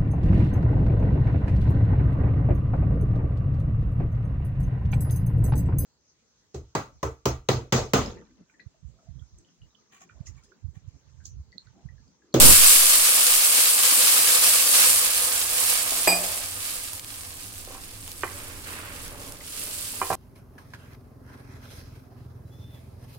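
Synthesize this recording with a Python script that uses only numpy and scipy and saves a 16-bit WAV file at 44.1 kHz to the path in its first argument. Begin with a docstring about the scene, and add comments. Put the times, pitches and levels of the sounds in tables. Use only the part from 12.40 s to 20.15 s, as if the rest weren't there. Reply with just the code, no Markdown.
"""Oil and spices sizzle as water is poured into a hot wok: random bubble clicks fizz and spatter, thinning to
a crackle as the pan cools, while larger bubbles boil beneath and lone drops spit.
A steel vessel clangs down as decaying beating modes; a wooden spatula sloshes, rasps and knocks the wok's
modes, and the sizzle wakes again. Filtered noise makes the steam buffeting the microphone ports and the gas
flame's rumble; dense echoes make the small hard kitchen."""
import sys
import numpy as np
from scipy import signal
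from scipy.fft import rfft, irfft, next_fast_len
from scipy.io import wavfile

SR = 44100
rng = np.random.default_rng(int(sys.argv[2]) if len(sys.argv) > 2 else 0)


def file_out(sig):
    """Save sig as 16-bit WAV at sys.argv[1]."""
    # one column per channel
    cols = np.atleast_2d(sig).T
    # limit, then scale
    lim = np.clip(cols, -1, 1)
    pcm = np.round(lim * 32767).astype(np.int16)
    wavfile.write(sys.argv[1], SR, pcm)


N = 341951
TIME = np.arange(N) / SR


def undb(db):
    """Decibels to gain."""
    return 10 ** (np.asarray(db) / 20)


def curve(rows):
    """Level against time, joined by straight lines."""
    rows = np.asarray(rows)
    return np.interp(TIME, rows[:, 0], rows[:, 1])


def unit(x):
    """Scale to rms 1."""
    return x / np.sqrt(np.mean(x ** 2) + 1e-18)


def rfft_hz(x):
    """Frequencies of the padded spectrum of x."""
    return np.fft.rfftfreq(2 * next_fast_len(x.shape[-1] // 2 + 2048), 1 / SR)


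def weigh(x, gain):
    """Multiply the padded spectrum of x by a gain."""
    size = 2 * (len(gain) - 1)
    return irfft(rfft(x, size) * gain, size)[..., :x.shape[-1]]


def shape(x, points):
    """Filter by (freq_hz, gain_db) points, falling 40 dB per octave beyond both ends."""
    hz, db = np.transpose(points)
    octave, known = np.log2(rfft_hz(x) + 1), np.log2(hz)
    below = np.maximum(known[0] - octave, 0)
    above = np.maximum(octave - known[-1], 0)
    return weigh(x, undb(np.interp(octave, known, db) - 40 * (below + above)))


def resonate(x, hz, q):
    """Two-pole band-pass."""
    hz = min(hz, .4 * SR)
    b, a = signal.iirpeak(hz, max(q, hz / (.4 * SR)), fs=SR)
    return signal.lfilter(b, a, x)


def walk(rate):
    """Random wander of spread about 1, reaching a new value rate times a second."""
    return 1.2 * np.interp(TIME * rate, np.arange(4096), rng.standard_normal(4096))


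def add(out, s, sound):
    """Mix a sound in at time s."""
    start = int(s * SR)
    out[:, start:start + sound.shape[-1]] += sound[..., :N - start]


def fade(t, t60):
    """Exponential decay, 60 dB down at t60."""
    return np.exp(-np.log(1000) * t / t60)


def pair(size, alike):
    """Left and right noises with a given likeness (1 is mono)."""
    mid, side = rng.standard_normal((2, size))
    alike = np.clip(alike, 0, 1)
    return np.sqrt((1 + alike) / 2) * mid + np.sqrt((1 - alike) / 2) * np.array([side, -side])


def echoes(x, t60, db, alike):
    """Add dense reflections that die away; the two ports hear nearly the same bass."""
    t = np.arange(SR // 2) / SR
    bass = shape(pair(len(t), .9), [(20, 0), (1000, 0), (1800, -12)])
    treble = shape(pair(len(t), alike), [(900, -12), (1600, 0), (20000, 0)])
    tail = (bass + treble) * fade(t, t60) * (1 - fade(t, t60 / 10))
    tail *= undb(db) / np.sqrt(np.sum(tail ** 2) / 2)
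    return x + signal.fftconvolve(x, tail, axes=1)[:, :N]


def bursts(per_s, spread_db, smear_s, smear_db):
    """Random clicks of uneven size, each with its own short rustle of reflections in the bowl."""
    born = rng.random(N) < per_s / SR
    size = undb(spread_db * np.minimum(rng.exponential(size=N), 5.5)) * rng.choice([-1, 1], N)
    clicks = born * size / np.sqrt(per_s)
    # clicks are spread over the pan, so each reaches the left port after its own delay in samples
    lag = np.round(8 + 3.7 * rng.standard_normal(N)).astype(int)
    left = np.bincount(np.clip(np.arange(N) + lag, 0, N - 1), clicks, N)
    # the rustle is noise that follows the smoothed power of the clicks
    keep = np.exp(-1 / (smear_s * SR))
    power = signal.lfilter([1 - keep], [1, -keep], clicks ** 2 + 1e-18)
    rustle = np.sqrt(power) * rng.standard_normal((2, N))
    return unit(np.array([left, clicks]) + undb(smear_db) * rustle)


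def ring(modes, t):
    """Decaying modes, each a touch out of tune from blow to blow; the left port hears them late."""
    hz, db, t60 = np.transpose(modes)[:, :, None]
    hz = hz * (1 + .004 * rng.standard_normal((len(modes), 1)))
    size = undb(db) * fade(t, t60)
    lags_s = (4 / SR, 0)
    return np.array([(size * np.sin(2 * np.pi * hz * np.maximum(t - lag, 0))).sum(0) for lag in lags_s])


def flame():
    """The gas flame rumbles under the wok as shaped noise, nearer the left port."""
    # burner rumble over time: start_s [s], level_db [dB]
    flame_level = [(1.4, -61), (2.1, -53), (3.1, -50.5), (4.4, -49), (5.3, -47), (6.9, -43.5), (7.1, -49)]
    # spectrum of the rumble: freq_hz [Hz], gain_db [dB]
    flame_colour = [(15, 4.5), (35, 1), (65, -3), (80, -0.5), (92, 6), (100, 0), (109, 4), (124, -13.5),
                    (145, -9), (175, -6.5), (205, -15.5), (275, -5.5), (330, -12.5), (700, -19.5),
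                    (2000, -31)]
    rumble = unit(shape(pair(N, 0.86), flame_colour)) * undb([[1.8], [-1.8]])
    return rumble * undb(curve(flame_level))


def steam():
    """The first cloud of steam buffets the ports as fluttering noise; as it slows a deep rumble is left."""
    # spectrum of the deep rumble: freq_hz [Hz], gain_db [dB]
    rumble_colour = [(2, 26), (5, 17), (18, -11), (45, -7), (90, -24), (200, -40)]
    # spectrum of the first blast: freq_hz [Hz], gain_db [dB]
    buffet_colour = [(35, 6), (70, -5), (120, -3), (200, -8.5), (400, -9.5), (1200, -17)]
    rumble_db, rumble_t60_s = -19.5, 1.9
    buffet_db, buffet_hold_s, buffet_t60_s, flutter_db = -21.5, 0.11, 0.3, 2.3
    rumble = unit(shape(pair(N, 0.37), rumble_colour)) * undb(rumble_db) * fade(TIME, rumble_t60_s)
    blast = fade(np.maximum(TIME - buffet_hold_s, 0), buffet_t60_s)
    flutter = undb(buffet_db + flutter_db * walk(66))
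    buffet = unit(shape(pair(N, 0.15), buffet_colour)) * blast * flutter
    return rumble + buffet


def vessel():
    """The vessel thuds on the stove top, shaking it and the wok, and rocks; each contact feeds its ring, which
    the hand damps."""
    # contacts: a light knock before the vessel is set down, then the vessel rocking to rest: start_s [s],
    # thud_db [dB], ring_db [dB]
    contacts = [(3.521, -29.5, -63), (3.674, -11.5, -18.5), (3.697, -25, -28), (3.723, -26, -41),
                (3.84, -32, -55)]
    # modes of the stove top and of the wok the thud shakes: pitch_hz [Hz], level_db [dB], t60_s [s]
    shaken_modes = [(179.2, -13, 0.37), (303, -15, 0.18), (331, -19, 0.3), (500, -13.5, 0.19),
                    (601, -14, 0.53), (679.3, -9, 0.5), (718, -10, 0.24), (794, -6, 0.22), (853, -17, 0.21),
                    (1045, -20, 0.45), (1140, -19, 0.3), (1276, -20, 0.28)]
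    # the vessel's bending modes, close pairs that beat: pitch_hz [Hz], level_db [dB], t60_s [s], split_hz [Hz]
    vessel_modes = [(2445, -3, 0.41, 18), (4860, -0.5, 0.27, 10), (8030, 1.5, 0.26, 12),
                    (9200, -19, .12, 27), (11820, -20, 0.14, 30), (12880, -1, 0.089, 17),
                    (13910, -12, 0.15, 35)]
    gripped_s = 3.755  # from here the hand damps the ring
    ring_rise_s = 0.022  # the ring spreads round the rim
    thuds, clangs, t = np.zeros((2, N)), np.zeros((2, N)), np.arange(SR // 2) / SR
    for s, thud_db, _ in contacts:
        crack = shape(pair(len(t), 0.25), [(150, -31), (280, -2), (780, 6.5), (1300, -10.5),
                                           (2300, -2), (3300, -17), (4200, -40), (14000, -32)])
        crack = crack * (fade(t, 0.064) + undb(-15.5) * fade(t, 0.29))
        clunk = np.sin(2 * np.pi * 660 * t) * fade(t, 0.02) * (1 - fade(t, 0.026))
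        shaken = ring(shaken_modes, t) * (1 - fade(t, 0.053))
        thud = undb(7.5) * clunk + undb(-6) * shaken + undb(7.0) * crack
        add(thuds, s, undb(thud_db) * thud)
    for hz, db, t60, split_hz in vessel_modes:
        swing = np.zeros((1, N))
        for s, _, ring_db in contacts:
            add(swing, s, undb(db + ring_db) * fade(t, t60) * (1 - fade(t, ring_rise_s)))
        # the rim chatters on the stove, which roughens each tone
        phase = 2 * np.pi * hz * TIME + 2 * rng.random((2, 1)) + 0.41 * walk(200)
        twin = .3 * np.sin(phase + 2 * np.pi * split_hz * (TIME - contacts[1][0]))
        clangs += swing * undb(2.0 * walk(157)) * (np.sin(phase) + twin)
    held = np.interp(TIME - gripped_s, [0, .03, .16], undb([0, -9, -22]))
    return thuds, held * clangs


def knocks():
    """Wood on the wok: a hollow tock, a dull crack, a short ring, and a jolt of the pan on its stand."""
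    # spatula blows: start_s [s], level_db [dB], contact pitch_hz [Hz], crack_db, ring_db, jolt_db [dB]
    blows = [(5.275, -39.5, 574, 4, -1.5, -1), (5.307, -39, 560, 4, -1, -7), (5.322, -42, 1100, -1, -6, -9),
             (5.349, -41.5, 940, -3, 3, -12), (5.38, -50, 900, 1, 5, -5), (5.677, -38, 910, -2, -10, -14),
             (5.834, -17, 1170, 8, -9, -10), (5.877, -29, 1970, -5, -19, -14),
             (7.009, -33, 1990, -3, -25, -14), (7.537, -35, 824, 3, -20, -12),
             (7.616, -13, 1060, -4, -7.5, -16), (7.626, -24, 1120, 2, -5, -10),
             (7.703, -12.5, 760, 3, -6, -3), (7.717, -25, 940, -3, -2, 0), (7.728, -21, 970, -3, -1, -3)]
    # modes of the filled wok: pitch_hz [Hz], level_db [dB], t60_s [s]
    wok_modes = [(325, -10, 0.4), (385, -3, 0.16), (497, -12, 0.51), (770, -1, 0.12), (1052, 0, 0.051),
                 (1136, -4, 0.059), (1353, -13, 0.19), (1574, -7, 0.092), (1840, -11, .13),
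                 (2020, -13, 0.15), (2420, -1.5, 0.049), (2980, 0, .055)]
    out, t = np.zeros((2, N)), np.arange(SR // 2) / SR
    for s, db, hz, crack_db, ring_db, jolt_db in blows:
        tock = np.sin(2 * np.pi * hz * t) * fade(t, 0.017) * (1 - fade(t, 0.0083))
        crack = shape(pair(len(t), 0.61), [(150, -9), (400, 12), (700, -3.0), (1250, -4.0),
                                           (1700, 1.0), (2600, -2), (3600, -10.0), (10000, -16)])
        crack = crack * fade(t, 0.056)
        body = resonate(undb(ring_db) * ring(wok_modes, t) + undb(crack_db) * crack, hz, q=1.77)
        body = shape(body, [(40, 0), (2.57 * hz, 0)])  # a softer contact leaves the high modes still
        jolt = shape(pair(len(t), 0.87), [(50, -7), (130, 2), (320, -14)]) * fade(t, 0.23)
        add(out, s, undb(db) * (undb(2.0) * tock + body + undb(jolt_db) * jolt))
    return out * undb([[-1.5], [1.5]])  # nearer the right port


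def stir():
    """The spatula sloshes the broth and its wooden edge rasps on steel; strokes swell, hold and settle."""
    # strokes: start_s [s], push_s [s], slosh level_db [dB], rasp_db against the slosh [dB]
    strokes = [(5.26, 0.048, -64, 8), (5.87, 0.17, -50.5, 3), (6.24, 0.17, -46.5, 4),
               (6.69, 0.038, -46, -4.5), (7.12, 0.19, -51, -3), (7.52, .2, -51, 0)]
    # spectrum of the sloshing broth: freq_hz [Hz], gain_db [dB]
    slosh_colour = [(130, -22), (180, -7), (220, -6.5), (275, -1), (322, -7), (365, -9), (430, -4),
                    (539, -9), (581, -0.5), (680, -10.5), (1070, -9.5), (1240, -11), (1600, -28),
                    (2080, -40), (3520, -120)]
    # spectrum of the wooden edge on steel: freq_hz [Hz], gain_db [dB]
    rasp_colour = [(1000, -2.5), (1500, -1.5), (2600, -4), (3600, -11), (5000, -20)]
    attack_s, settle_t60_s = 0.031, 2.06
    slosh = unit(shape(bursts(1500, spread_db=2.5, smear_s=.005, smear_db=-12.0), slosh_colour))
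    rasp = unit(shape(bursts(2500, spread_db=-4.0, smear_s=.003, smear_db=0.0), rasp_colour))
    sloshing, rasping = np.zeros((2, N))
    for s, push_s, db, rasp_db in strokes:
        t = TIME - s
        swell = np.clip(t / attack_s, 0, 1)
        settle = fade(np.maximum(t - attack_s - push_s, 0), settle_t60_s)
        stroke = undb(db) * swell * settle
        sloshing = np.maximum(sloshing, stroke)
        rasping = np.maximum(rasping, stroke * undb(rasp_db))
    return sloshing * slosh + rasping * rasp


def spits():
    """Lone drops snap open as noise cracks, each with a short spray."""
    # loudest drops: start_s [s], level_db [dB, 12.5 above the rms of the first 2 ms], pitch_hz [Hz]
    drops = [(3.976, -15, 9000), (4.028, -20, 9150), (4.435, -22, 9000), (4.485, -21, 9000),
             (4.533, -16, 9460), (4.5958, -16.5, 8500), (4.646, -20, 7970), (4.7585, -23, 8070),
             (4.834, -24, 8860), (5.1552, -26, 5940), (5.18, -22, 8280), (5.25, -24, 6000),
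             (5.678, -21, 7300), (5.7172, -20, 5420), (6.6797, -21.5, 9700), (6.878, -25, 11800),
             (6.9224, -21, 7700), (7.017, -29, 8000), (7.578, -27, 8000), (7.731, -20, 9500),
             (7.735, -18, 9500)]
    out, t = np.zeros((2, N)), np.arange(SR // 20) / SR
    for s, db, hz in drops:
        crack = pair(len(t), .4) * (fade(t, .006) + undb(-20) * fade(t, .03))
        crack = shape(crack, [(500, -8), (hz / 3, -4), (hz, 0), (18000, -4)])
        add(out, s, crack / crack[:, :SR // 500].std() * undb(db - 12.5))
    return out


def heat():
    """How hard the oil works, in dB above a steady pour, with small random surges."""
    # sizzle under the pour: start_s [s], level_db [dB]
    poured = [(0.0, -9.5), (0.2, -13), (0.45, -15.5), (1.03, -19), (1.3, -18.5), (1.39, -20), (1.47, -17.5),
              (2.1, -19.5), (2.22, -20), (2.36, -18.8), (2.53, -18), (2.72, -23), (3.02, -24),
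              (3.08, -28.5), (3.2, -21.5), (3.45, -26), (3.64, -26.5)]
    # sizzle as the pan cools: start_s [s], level_db [dB]
    cooling = [(3.8, -29), (4.0, -32.5), (4.11, -35), (4.22, -32.5), (4.38, -34), (4.46, -37.5),
               (4.56, -39), (4.62, -44.5), (4.7, -39.5), (4.99, -42), (5.12, -43), (5.36, -45), (5.41, -43),
               (5.5, -45.5)]
    # sizzle as stirring wakes it again: start_s [s], level_db [dB]
    stirred = [(5.8, -43.5), (5.88, -44.5), (6.24, -44.5), (6.3, -40), (6.45, -46.5), (6.55, -44),
               (6.68, -44), (6.75, -50.5), (6.9, -43.5), (6.99, -52), (7.08, -41), (7.22, -34.5),
               (7.5, -36), (7.75, -36.5)]
    steady_pour_db, surge_db, surges_per_s = -20, 0.8, 20
    return curve(np.vstack([poured, cooling, stirred])) - steady_pour_db + surge_db * walk(surges_per_s)


def gushes():
    """Extra dB while a gush of water boils off, rising to a peak and dying away."""
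    # water reaching fresh hot steel: start_s [s], swell_db [dB]
    swells = np.array([(0.93, 0), (1.16, 2), (1.43, 0.5), (1.75, 2), (2.01, 3.5), (2.33, 3.5), (3.28, 2)])
    peak_s = 0.031  # from the start of a gush to its peak
    age = np.maximum(TIME - swells[:, :1], 0) / peak_s
    return swells[:, 1] @ (age * np.exp(1 - age))


def boil(heat_db, gush_db):
    """Larger bubbles churn under the oil; they build as water gathers and die out as it cools the steel."""
    # spectrum of the churning: freq_hz [Hz], gain_db [dB]
    boil_colour = [(110, -44), (180, -19.5), (285, -3.5), (327, -15.5), (383, -6.5), (457, -13), (502, 6),
                   (564, -8), (639, 0), (822, -3.5), (992, -3.5), (1080, 2), (1160, -3), (1235, 5),
                   (1340, -9.5), (1450, -9), (1640, -0.5), (1950, -7), (2200, -3), (2860, -8.5),
                   (4840, -120)]
    level_db, follows_heat = -36, 0.42  # level under a steady pour, dB per dB of heat
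    full_s, rise_db_per_s = 1.1, 2  # enough water has gathered
    ends_s, fall_db_per_s = 3.18, 5  # the steel is now too cool to keep it boiling
    churn = unit(shape(bursts(2500, spread_db=1.5, smear_s=0.0089, smear_db=-16), boil_colour))
    shallow_db = rise_db_per_s * np.maximum(full_s - TIME, 0)
    cooled_db = fall_db_per_s * np.maximum(TIME - ends_s, 0)
    driven_db = level_db + follows_heat * heat_db + gush_db
    return churn * undb(driven_db - shallow_db - cooled_db + 0.81 * walk(25.0))


def pops(count):
    """Single bubbles burst, each ringing for a few cycles at a pitch set by its size."""
    typical_hz, scatter_octaves = 8980, 0.304  # median pitch, scale of its logistic scatter
    decay_cycles, spread_db = 20, 3.8  # cycles to fall 60 dB, scale of the exponential spread in level
    when, pitch, strength, place = rng.random((count, 4)).T[:, :, None]
    hz = np.minimum(typical_hz * 2 ** (scatter_octaves * np.log(pitch / (1 - pitch))), .4 * SR)
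    size = undb(spread_db * np.minimum(-np.log(1 - strength), 4.5))
    step = np.arange(160)  # samples in one pop
    cycles = hz * step / SR
    grains = size * np.sin(2 * np.pi * cycles) * fade(cycles, decay_cycles)
    # each pop reaches the left port late, by its place in the pan
    start, lag = (when * N).astype(int), (2 + 13 * place).astype(int)
    ports = [np.bincount((start + late + step).ravel(), grains.ravel(), N)[:N] for late in (lag, 0)]
    return unit(np.array(ports))


def sizzle(heat_db, gush_db):
    """The hotter the pan, the more bubbles burst: a fine fizz, pops over it, and a coarser spatter."""
    # spectrum of the fine fizz and pops: freq_hz [Hz], gain_db [dB]
    fizz_colour = [(4500, -9.5), (6400, -13), (7400, -3.5), (8500, -1), (9600, -1), (11000, -3),
                   (12500, -5), (14200, -7), (16000, -10)]
    # spectrum of the coarser spatter: freq_hz [Hz], gain_db [dB]
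    spatter_colour = [(1120, -4.5), (1900, -5.5), (2610, -0.5), (3700, -1), (4700, 0), (6240, -2),
                      (7000, -1), (9100, -52), (15400, -120)]
    fizz_db, fizz_follows_gush = -20.5, 0.12  # level before pops under a steady pour, dB per dB of gush
    pop_db = -5  # against the fizz
    spatter_db, spatter_follows_heat, spatter_follows_gush = -26, 0.9, 0.99
    # the fizz moves towards the right port: left minus right in dB
    pan_db = np.interp(TIME, (2.1, 3.1), [0, -3])
    per_s = 10500 * undb(.45 * heat_db)
    fine = unit(shape(bursts(per_s, spread_db=3.4, smear_s=0.005, smear_db=-0.5), fizz_colour))
    fine = fine + undb(pop_db) * unit(shape(pops(count=14000), fizz_colour))
    fine_db = fizz_db + heat_db + fizz_follows_gush * gush_db
    fine = fine * undb(fine_db + np.array([pan_db, -pan_db]) / 2)
    coarse = unit(shape(bursts(.7 * per_s, spread_db=4.0, smear_s=0.008, smear_db=1.0), spatter_colour))
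    coarse_db = spatter_db + spatter_follows_heat * heat_db + spatter_follows_gush * gush_db
    return fine + coarse * undb(coarse_db + 0.5 * walk(30))


def scene():
    """Pan and blows in a small hard kitchen; knocks come back quickly from the bowl and the wall behind."""
    heat_db, gush_db = heat(), gushes()
    pan = sizzle(heat_db, gush_db) + boil(heat_db, gush_db) + spits() + stir()
    pan = echoes(pan, t60=.25, db=-12, alike=.05)
    in_bowl = echoes(knocks(), t60=0.11, db=-8.0, alike=.2)
    wood = echoes(in_bowl, t60=0.31, db=-9.5, alike=.1)
    thuds, clangs = vessel()
    steel = echoes(thuds, t60=0.92, db=-8.5, alike=0.085) + echoes(clangs, t60=0.39, db=-14, alike=0.085)
    return pan + wood + steel + steam() + flame()


def record(dry):
    """The two ports differ in colour; the loudest peaks clip and the top is cut."""
    # how much more the left port hears than the right: freq_hz [Hz], difference_db [dB]
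    port_colour = [(60, -9.5), (125, -4.5), (300, -2), (900, -0.5), (1600, -4), (2700, -6), (4200, -2.5),
                   (6300, -0.5), (16000, 1)]
    top_hz = 15800
    hz, db = np.transpose(port_colour)
    tilt_db = np.interp(np.log(rfft_hz(dry) + 1), np.log(hz), db) / 2
    heard = np.array([weigh(dry[0], undb(tilt_db)), weigh(dry[1], undb(-tilt_db))])
    low_pass = signal.ellip(10, .2, 70, top_hz, fs=SR, output="sos")
    return signal.sosfilt(low_pass, np.clip(heard, -1, 1))


dry = scene()
out = record(dry)
file_out(out)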